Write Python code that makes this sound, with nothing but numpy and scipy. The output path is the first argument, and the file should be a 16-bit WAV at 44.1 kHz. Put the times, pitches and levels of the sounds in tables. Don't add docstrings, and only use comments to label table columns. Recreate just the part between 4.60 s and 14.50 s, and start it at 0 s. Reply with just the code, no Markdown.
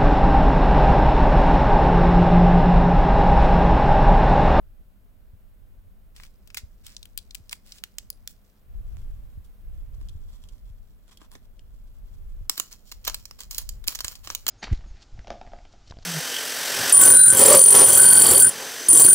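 import sys
import numpy as np
from scipy import signal
from scipy.fft import rfft, irfft, next_fast_len
from scipy.io import wavfile
from scipy.ndimage import uniform_filter1d

SR = 44100
rng = np.random.default_rng(int(sys.argv[2]) if len(sys.argv) > 2 else 0)


def wav_out(sig):
    wavfile.write(sys.argv[1], SR, np.round(np.clip(np.atleast_2d(sig).T, -1, 1) * 32767).astype(np.int16))


N = 436590
T = np.arange(N) / SR


def undb(db):
    return 10 ** (np.asarray(db) / 20)


def unit(x):
    return x / np.sqrt(np.mean(x ** 2, axis=-1, keepdims=True) + 1e-20)


def curve(rows):
    return undb(np.interp(T, *np.transpose(rows), left=-np.inf, right=-np.inf))


def add(out, start_s, x):
    i = int(start_s * SR)
    out[:, i:i + x.shape[1]] += x[:, :N - i]


def band(x, low_hz, high_hz, order):
    edges = [low_hz, min(high_hz, .48 * SR)]
    return signal.sosfilt(signal.butter(order, edges, "bp", fs=SR, output="sos"), x)


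def colour(x, points):
    hz, db = np.transpose(points)
    f = np.maximum(np.fft.rfftfreq(N, 1 / SR), 1)
    return irfft(rfft(x) * undb(np.interp(np.log(f), np.log(hz), db)), N)


def stereo_noise(n, likeness):
    shared = np.sqrt(likeness) * rng.standard_normal(n)
    return shared + np.sqrt(1 - likeness) * rng.standard_normal((2, n))


def wander(rate_hz):
    step = int(SR / rate_hz)
    stairs = np.repeat(rng.standard_normal(N // step + 1), step)
    return 0.89 * uniform_filter1d(stairs, step)[:N]


# time_s, level_db
RUMBLE_LEVELS = [(0, -46), (.35, -56.5), (.9, -51), (2.8, -52), (3.2, -60), (3.55, -50.5), (3.95, -62),
                 (4.16, -38.5), (4.45, -35), (4.96, -51), (5.12, -37.5), (6.1, -46.5), (6.45, -57),
                 (7.83, -39), (7.97, -61.5), (8.55, -42.5), (8.8, -53.5), (9.16, -36.5), (9.32, -49),
                 (9.9, -48.5)]
# freq_hz, gain_db
RUMBLE_SPECTRUM = [(11, -18.5), (20, 11), (45, 5), (65, -5.5), (90, -5.5), (150, -25), (300, -34.5),
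                   (600, -40.5), (1200, -52.5), (3000, -54.5), (6000, -100)]


def rumble():
    low = unit(colour(stereo_noise(N, 0.13), RUMBLE_SPECTRUM))
    swells = band(low, 41, 200, order=1) * (undb(1.6 * wander(8.4)) - 1)
    return undb(3.0) * (low + swells) * curve(RUMBLE_LEVELS)


# freq_hz, gain_db
ROOM_SPECTRUM = [(40, -13), (95, 0.5), (150, -5.5), (200, 0.5), (300, -12.5), (650, -15.5), (900, -32),
                 (1500, -27.5), (4000, -69)]


def room_tone():
    return undb(-64.5) * unit(colour(stereo_noise(N, 0.82), ROOM_SPECTRUM))


# time_s, level_db
HISS_LEVELS = [(0, -71), (4.05, -69.5), (4.3, -67), (5.5, -69.5), (6.3, -71), (7, -72), (7.7, -69),
               (8.2, -70.5), (9.9, -64)]
# freq_hz, gain_db
HISS_SPECTRUM = [(300, 14), (900, 4), (1350, 2), (2000, -1.5), (3700, -5), (6200, -9.5), (10000, -8.5),
                 (15000, -2.5), (16000, -8.5)]


def hiss():
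    mids = band(stereo_noise(N, 0.017), 615, 4860, order=2)
    treble = band(stereo_noise(N, 0.98), 6600, 23400, order=2)
    return unit(colour(mids + treble, HISS_SPECTRUM)) * curve(HISS_LEVELS)


# start_s, level_db, pitch_hz
HAND_BUMPS = [(0.734, -37.5, 75), (2.034, -30.5, 56.5), (2.801, -40, 82), (4.149, -30, 54),
              (4.775, -28, 69.5), (5.382, -30, 64), (5.552, -30, 72.4), (6.101, -37.5, 81),
              (7.81, -31, 76.4), (9.443, -30, 62.4)]


def hand_bumps():
    out, t = np.zeros((2, N)), np.arange(SR // 5) / SR
    age = t / 0.0053
    envelope = age * np.exp(1 - age)
    for start_s, level_db, pitch_hz in HAND_BUMPS:
        phase = rng.normal(0, 1.0, (2, 1))
        add(out, start_s, undb(level_db) * envelope * np.sin(2 * np.pi * pitch_hz * t + phase))
    return out


def ring(x, modes):
    return x + sum(undb(gain_db) * signal.lfilter(*signal.iirpeak(hz, hz / width_hz, fs=SR), x)
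                   for hz, width_hz, gain_db in modes)


# low_hz, high_hz
FILM_BANDS = [(400, 2500), (2500, 9000), (9000, 16000)]


def voice(x, crack_db, body_db, sizzle_db, backing_db, length_s):
    levels = undb(crack_db + np.array([body_db, 0, sizzle_db]))
    film = sum(gain * unit(band(x, *edges, order=4)) for gain, edges in zip(levels, FILM_BANDS))
    backing = undb(backing_db) * levels[0] * unit(band(x, 258, 686, order=2))
    return (film + backing) * np.sqrt(length_s * SR / x.shape[1])


def grit(n, spread_db, per_s, likeness):
    sizes = undb(spread_db * np.minimum(rng.exponential(size=n), 4))
    slips = sizes * (rng.random(n) < per_s / SR)
    envelope = signal.lfilter([1], [1, -np.exp(-1 / (0.00033 * SR))], slips)
    return envelope * stereo_noise(n, likeness)


# start_s, length_s, crack_db, body_db, sizzle_db
SLIDES = [(1.545, 0.15, -62, -3, -4), (1.966, 0.021, -41, -11, -7), (2.231, 0.14, -59, -7, -6),
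          (2.908, 0.028, -47, -5, -0.5), (3.041, .19, -61, -8.5, -4), (3.677, 0.041, -61.5, -15, 4),
          (4.841, 0.024, -69, -10, -1), (5.676, 0.12, -71, -4, -10), (6.474, 0.023, -64, -1, -9),
          (6.509, 0.029, -59.5, -2.5, -11), (6.595, .08, -66, 3, -9), (6.708, 0.062, -62, 0.5, -1.5),
          (7.966, 0.043, -46.5, -5, 2), (8.108, 0.043, -52.5, -7, -2), (8.249, 0.12, -60.5, -20, -5),
          (8.44, 0.061, -42.5, -14, -11), (8.466, .025, -35, -5, -11), (8.784, 0.065, -49, -10, -5.5),
          (8.9, 0.15, -49.5, -10, 1), (9.265, .075, -42.5, -6.5, -2), (9.428, 0.13, -51.5, -5, 1),
          (9.629, 0.13, -50.5, -5.5, -2), (9.876, 0.043, -35.5, -11, 6)]


def slides():
    out = np.zeros((2, N))
    egg_from_s, foil_from_s = EGG_TICKS[0][0], FOIL_SNAPS[0][0]
    for start_s, length_s, crack_db, body_db, sizzle_db in SLIDES:
        t = np.arange(int((length_s + 0.11) * SR)) / SR
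        rise = np.minimum(t / (0.14 * length_s), 1)
        release = np.exp(-np.maximum(t - 0.78 * length_s, 0) / 0.012)
        modes = (PACKET_RESONANCES if start_s < egg_from_s else
                 EGG_RESONANCES if start_s < foil_from_s else FOIL_RESONANCES)
        slips = grit(len(t), spread_db=1.5, per_s=3500, likeness=0.34)
        catches = undb(13.5) * grit(len(t), spread_db=2.0, per_s=120, likeness=0.8)
        rustle = ring(rise * release * (slips + catches), modes)
        rustle = voice(rustle, crack_db - 0.5, body_db, sizzle_db, backing_db=-16, length_s=length_s)
        add(out, start_s, rustle)
    return out


def snaps(rows, modes, low_hz, backing_db, likeness, crack_share, facet_db, facet_q, facet_hz, left_db):
    out, t = np.zeros((2, N)), np.arange(SR // 20) / SR
    body_db_per_octave = 19
    for start_s, crack_db, body_db, sizzle_db, decay_ms in rows:
        decay_s = decay_ms / 1000
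        pitch_hz = facet_hz * 2 ** (-body_db / body_db_per_octave) * np.exp(rng.normal(0, 0.19))
        pitch_hz = min(pitch_hz, SR / 4)
        pan_db = rng.normal(left_db, 3)
        pan = unit(undb(np.array([pan_db, -pan_db]) / 2))[:, None]
        spike = crack_share * np.exp(-t / 0.000082)
        crack = (np.exp(-t / (0.81 * decay_s)) + spike) * stereo_noise(len(t), likeness)
        flutter = np.exp(-t / (1.88 * decay_s)) * stereo_noise(len(t), likeness)
        flutter = 0.56 * band(flutter, 160, 9100, order=1)
        detuned = [(hz * np.exp(rng.normal(0, 0.061)), width_hz, db) for hz, width_hz, db in modes]
        snap = ring(crack + flutter, detuned)
        snap = ring(snap, [(pitch_hz, pitch_hz / facet_q, facet_db)])
        snap = band(snap, low_hz, SR, order=2)
        add(out, start_s, pan * voice(snap, crack_db, body_db, sizzle_db, backing_db, length_s=0.0062))
    return out


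def settling(rows, held_s, rest_db, stir_db, settle_s):
    power = undb(rest_db) ** 2 * ((T > held_s[0]) & (T < held_s[1]))
    for start_s, crack_db, *_ in rows:
        fade = (T > start_s) * np.exp(-2 * np.abs(T - start_s) / settle_s)
        power += undb(crack_db + stir_db) ** 2 * fade
    return np.sqrt(power)


def creasing(unrest, modes, spread_db, per_s, patchy_db):
    crackle = ring(grit(N, spread_db, per_s, likeness=0.59), modes)
    crackle = band(crackle, 960, 16200, order=1)
    return unit(crackle) * unrest * undb(patchy_db * wander(45))


# start_s, crack_db, body_db, sizzle_db, decay_ms
PACKET_SNAPS = [(1.5635, -49.5, -11, -12, 3.1), (1.5998, -62.5, 15.5, -4, 1.5), (1.635, -48.5, -1, -7, 4.1),
                (1.874, -55, -7, -0.5, 3), (1.9026, -53, -0.5, -13, 3.1), (1.945, -41, -1.5, 1.5, 3.3),
                (1.9711, -33.5, -2, -2.5, 4.3), (2.2662, -42, -17, -5, 2.9), (2.3661, -37, -24.5, -29, 1.2),
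                (2.429, -42, -24.5, -12, 1.4), (2.4549, -51.5, -3.5, -1, 1.7),
                (2.5757, -33, -19.5, 3.5, 1.9), (2.5874, -42, -23.5, -12, 3), (2.7084, -44.5, -19, -19, 2),
                (2.747, -38.5, -13.5, -1.5, 2.3), (2.7517, -36.5, -9, -5, 0.38),
                (2.8944, -41, -28, -10, 1.9), (2.9286, -35, 2, -7.5, 1.3), (3.1209, -39.5, -24.5, -16, 2.2),
                (3.184, -50, -11, -11, 2.9), (3.2379, -34, -4.5, -4.5, 1.3), (3.3842, -32, -14.5, -5, 1.2),
                (3.5024, -38, -22.5, 7.5, 1.4), (3.6754, -35.5, -13.5, -2, 1.2)]
# pitch_hz, width_hz, gain_db
PACKET_RESONANCES = [(1750, 1100, -2.5), (2500, 76, -10), (3500, 44, 7), (4780, 2500, 15.5),
                     (7540, 430, 9.5), (10740, 500, -1), (16100, 2600, 12)]


def candy_packet():
    buckles = snaps(PACKET_SNAPS, PACKET_RESONANCES, low_hz=930, backing_db=-65, likeness=0.71,
                    crack_share=0.99, facet_db=3.5, facet_q=8.9, facet_hz=1910, left_db=5.0)
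    unrest = settling(PACKET_SNAPS, held_s=(1.55, 4.0), rest_db=-76.5, stir_db=-24, settle_s=0.033)
    return buckles + creasing(unrest, PACKET_RESONANCES, spread_db=7.5, per_s=3400, patchy_db=2.5)


# start_s, crack_db, body_db, sizzle_db, decay_ms
EGG_TICKS = [(4.369, -61.5, 1, -12, .5), (5.4131, -65.5, 11, -5, 0.67), (5.4868, -52, -27, -14, 0.79),
             (5.4929, -53, -16, -13, 2.1), (5.839, -57, -15, -8, 0.92), (5.8875, -55, -12, -14, 4.2),
             (6.5724, -51.5, -20.5, -7, 3.2), (6.6159, -61, 9, -11, 1.1), (6.7526, -51, 2, -25, 3.2),
             (6.9933, -56.5, -15, -33, 1.3)]
# time_s, level_db
EGG_RUBBING = [(4.1, -84), (4.38, -72), (5, -85), (5.35, -73.5), (5.75, -69.5), (6.35, -78), (6.7, -78),
               (7.4, -74), (7.87, -73)]
# pitch_hz, width_hz, gain_db
EGG_RESONANCES = [(300, 200, 13), (990, 370, 12), (3360, 270, 11), (4270, 2000, 5), (5550, 100, 6.5),
                  (7300, 150, 9)]


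def wrapped_egg():
    ticks = snaps(EGG_TICKS, EGG_RESONANCES, low_hz=200, backing_db=3.5, likeness=0.2,
                  crack_share=0.23, facet_db=-3.0, facet_q=5.2, facet_hz=1670, left_db=-2.0)
    return ticks + creasing(curve(EGG_RUBBING), EGG_RESONANCES, spread_db=1.0, per_s=1500, patchy_db=4.0)


# start_s, crack_db, body_db, sizzle_db, decay_ms
FOIL_SNAPS = [(7.896, -20, -12.5, -4.5, 2), (7.9779, -33, -7, -1, 2.1), (7.9984, -24.5, -7.5, -1, 1.6),
              (8.1273, -41.5, -25, -17, 1.5), (8.3161, -39.5, -8, -7, 2.6), (8.3217, -40, -6.5, -6, 2.1),
              (8.4504, -38, -12.5, -1, 1.8), (8.4768, -24.5, -1.5, -1.5, 4.2), (8.4978, -32.5, -10, -8, .6),
              (8.5442, -28.5, -12.5, -3.5, 2.6), (8.6547, -39, -16.5, -6, 2.2), (8.7107, -42, -4, -11, 1.3),
              (8.8053, -38.5, -7.5, -3, 3.7), (8.91, -34.5, -18, -2, 4.3), (8.9464, -34.5, -25, -11, 1.3),
              (8.9812, -27.5, -13.5, 2.5, 4.5), (9.0905, -34, -25, -2, 2.4), (9.2408, -48, -5, -5, 3),
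              (9.277, -33, -30.5, 9.5, 1.7), (9.2819, -19.5, -13.5, -20, 0.89),
              (9.3494, -31.5, -14, -6, 4.4), (9.3549, -36.5, -6, -1, 1.3), (9.3892, -35, -9, -10, 2.1),
              (9.4056, -29, -8.5, -7, 3.1), (9.4455, -28, -8, -7.5, 3.3), (9.481, -29.5, -15.5, -11, 1.9),
              (9.5536, -42, -13.5, -9, 4.6), (9.6732, -37, -1.5, -22, 2), (9.7017, -30, -3, -17, 2.4),
              (9.7495, -27.5, -13.5, -1, 2.5), (9.8662, -26, -6.5, -8, 2.3), (9.8807, -28, -5.5, 4, 2.9),
              (9.8868, -21.5, -10.5, -3, 3)]
# pitch_hz, width_hz, gain_db
FOIL_RESONANCES = [(346, 210, 6.2), (1105, 560, 1.1), (3210, 120, 8.9), (4470, 1140, 10.6),
                   (5510, 470, 7.7), (6970, 550, 8.6), (12000, 320, 0.81), (15000, 1900, 10.2)]


def peeling_foil():
    tears = snaps(FOIL_SNAPS, FOIL_RESONANCES, low_hz=231, backing_db=-6.0, likeness=0.84,
                  crack_share=0.32, facet_db=2.0, facet_q=18, facet_hz=3115, left_db=-1.7)
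    unrest = settling(FOIL_SNAPS, held_s=(7.89, 9.1), rest_db=-72, stir_db=-22.5, settle_s=0.065)
    return tears + creasing(unrest, FOIL_RESONANCES, spread_db=0, per_s=1300, patchy_db=0)


# freq_hz, left_minus_right_db
PORT_BALANCE = [(1000, 1.5), (1900, -0.5), (3200, 1), (4500, -0.5), (6200, -6.5), (8000, -3), (10000, 2.5),
                (15000, -0.5)]


def stereo_image(x, lag_ms):
    size = next_fast_len(N + SR // 10)
    f = np.fft.rfftfreq(size, 1 / SR)
    left, right = rfft(x, size)
    lag_cycles = np.minimum(f * lag_ms / 1000, 1)
    tilt = undb(np.interp(f, *np.transpose(PORT_BALANCE)) / 2)
    late_right = right * np.exp(-2j * np.pi * lag_cycles)
    return irfft(np.array([left * tilt, late_right / tilt]), size)[:, :N]


def room_reverb(x, t60_s, wet_db):
    t = np.arange(SR // 2) / SR
    low = band(stereo_noise(len(t), .2), 250, 7500, order=2) * 1000 ** (-t / t60_s)
    high = band(stereo_noise(len(t), 1.0), 10200, 11000, order=2) * 1000 ** (-t / (0.53 * t60_s))
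    onset = np.minimum(t / 0.00067, 1)
    tail = unit((low + 2.5 * high) * onset) / np.sqrt(len(t))
    return undb(wet_db) * signal.fftconvolve(x.mean(0)[None], tail, axes=1)[:, :N]


def scene():
    close = stereo_image(candy_packet(), lag_ms=0.16)
    further = stereo_image(slides() + wrapped_egg() + peeling_foil(), lag_ms=0.13)
    walls = room_reverb(undb(-5.5) * close + further, t60_s=0.24, wet_db=-14.5)
    return rumble() + room_tone() + hiss() + hand_bumps() + close + further + walls


def record(dry):
    top_hz = 16050
    return signal.sosfilt(signal.ellip(10, .2, 75, top_hz, fs=SR, output="sos"), dry)


dry = scene()
out = record(dry)
wav_out(out)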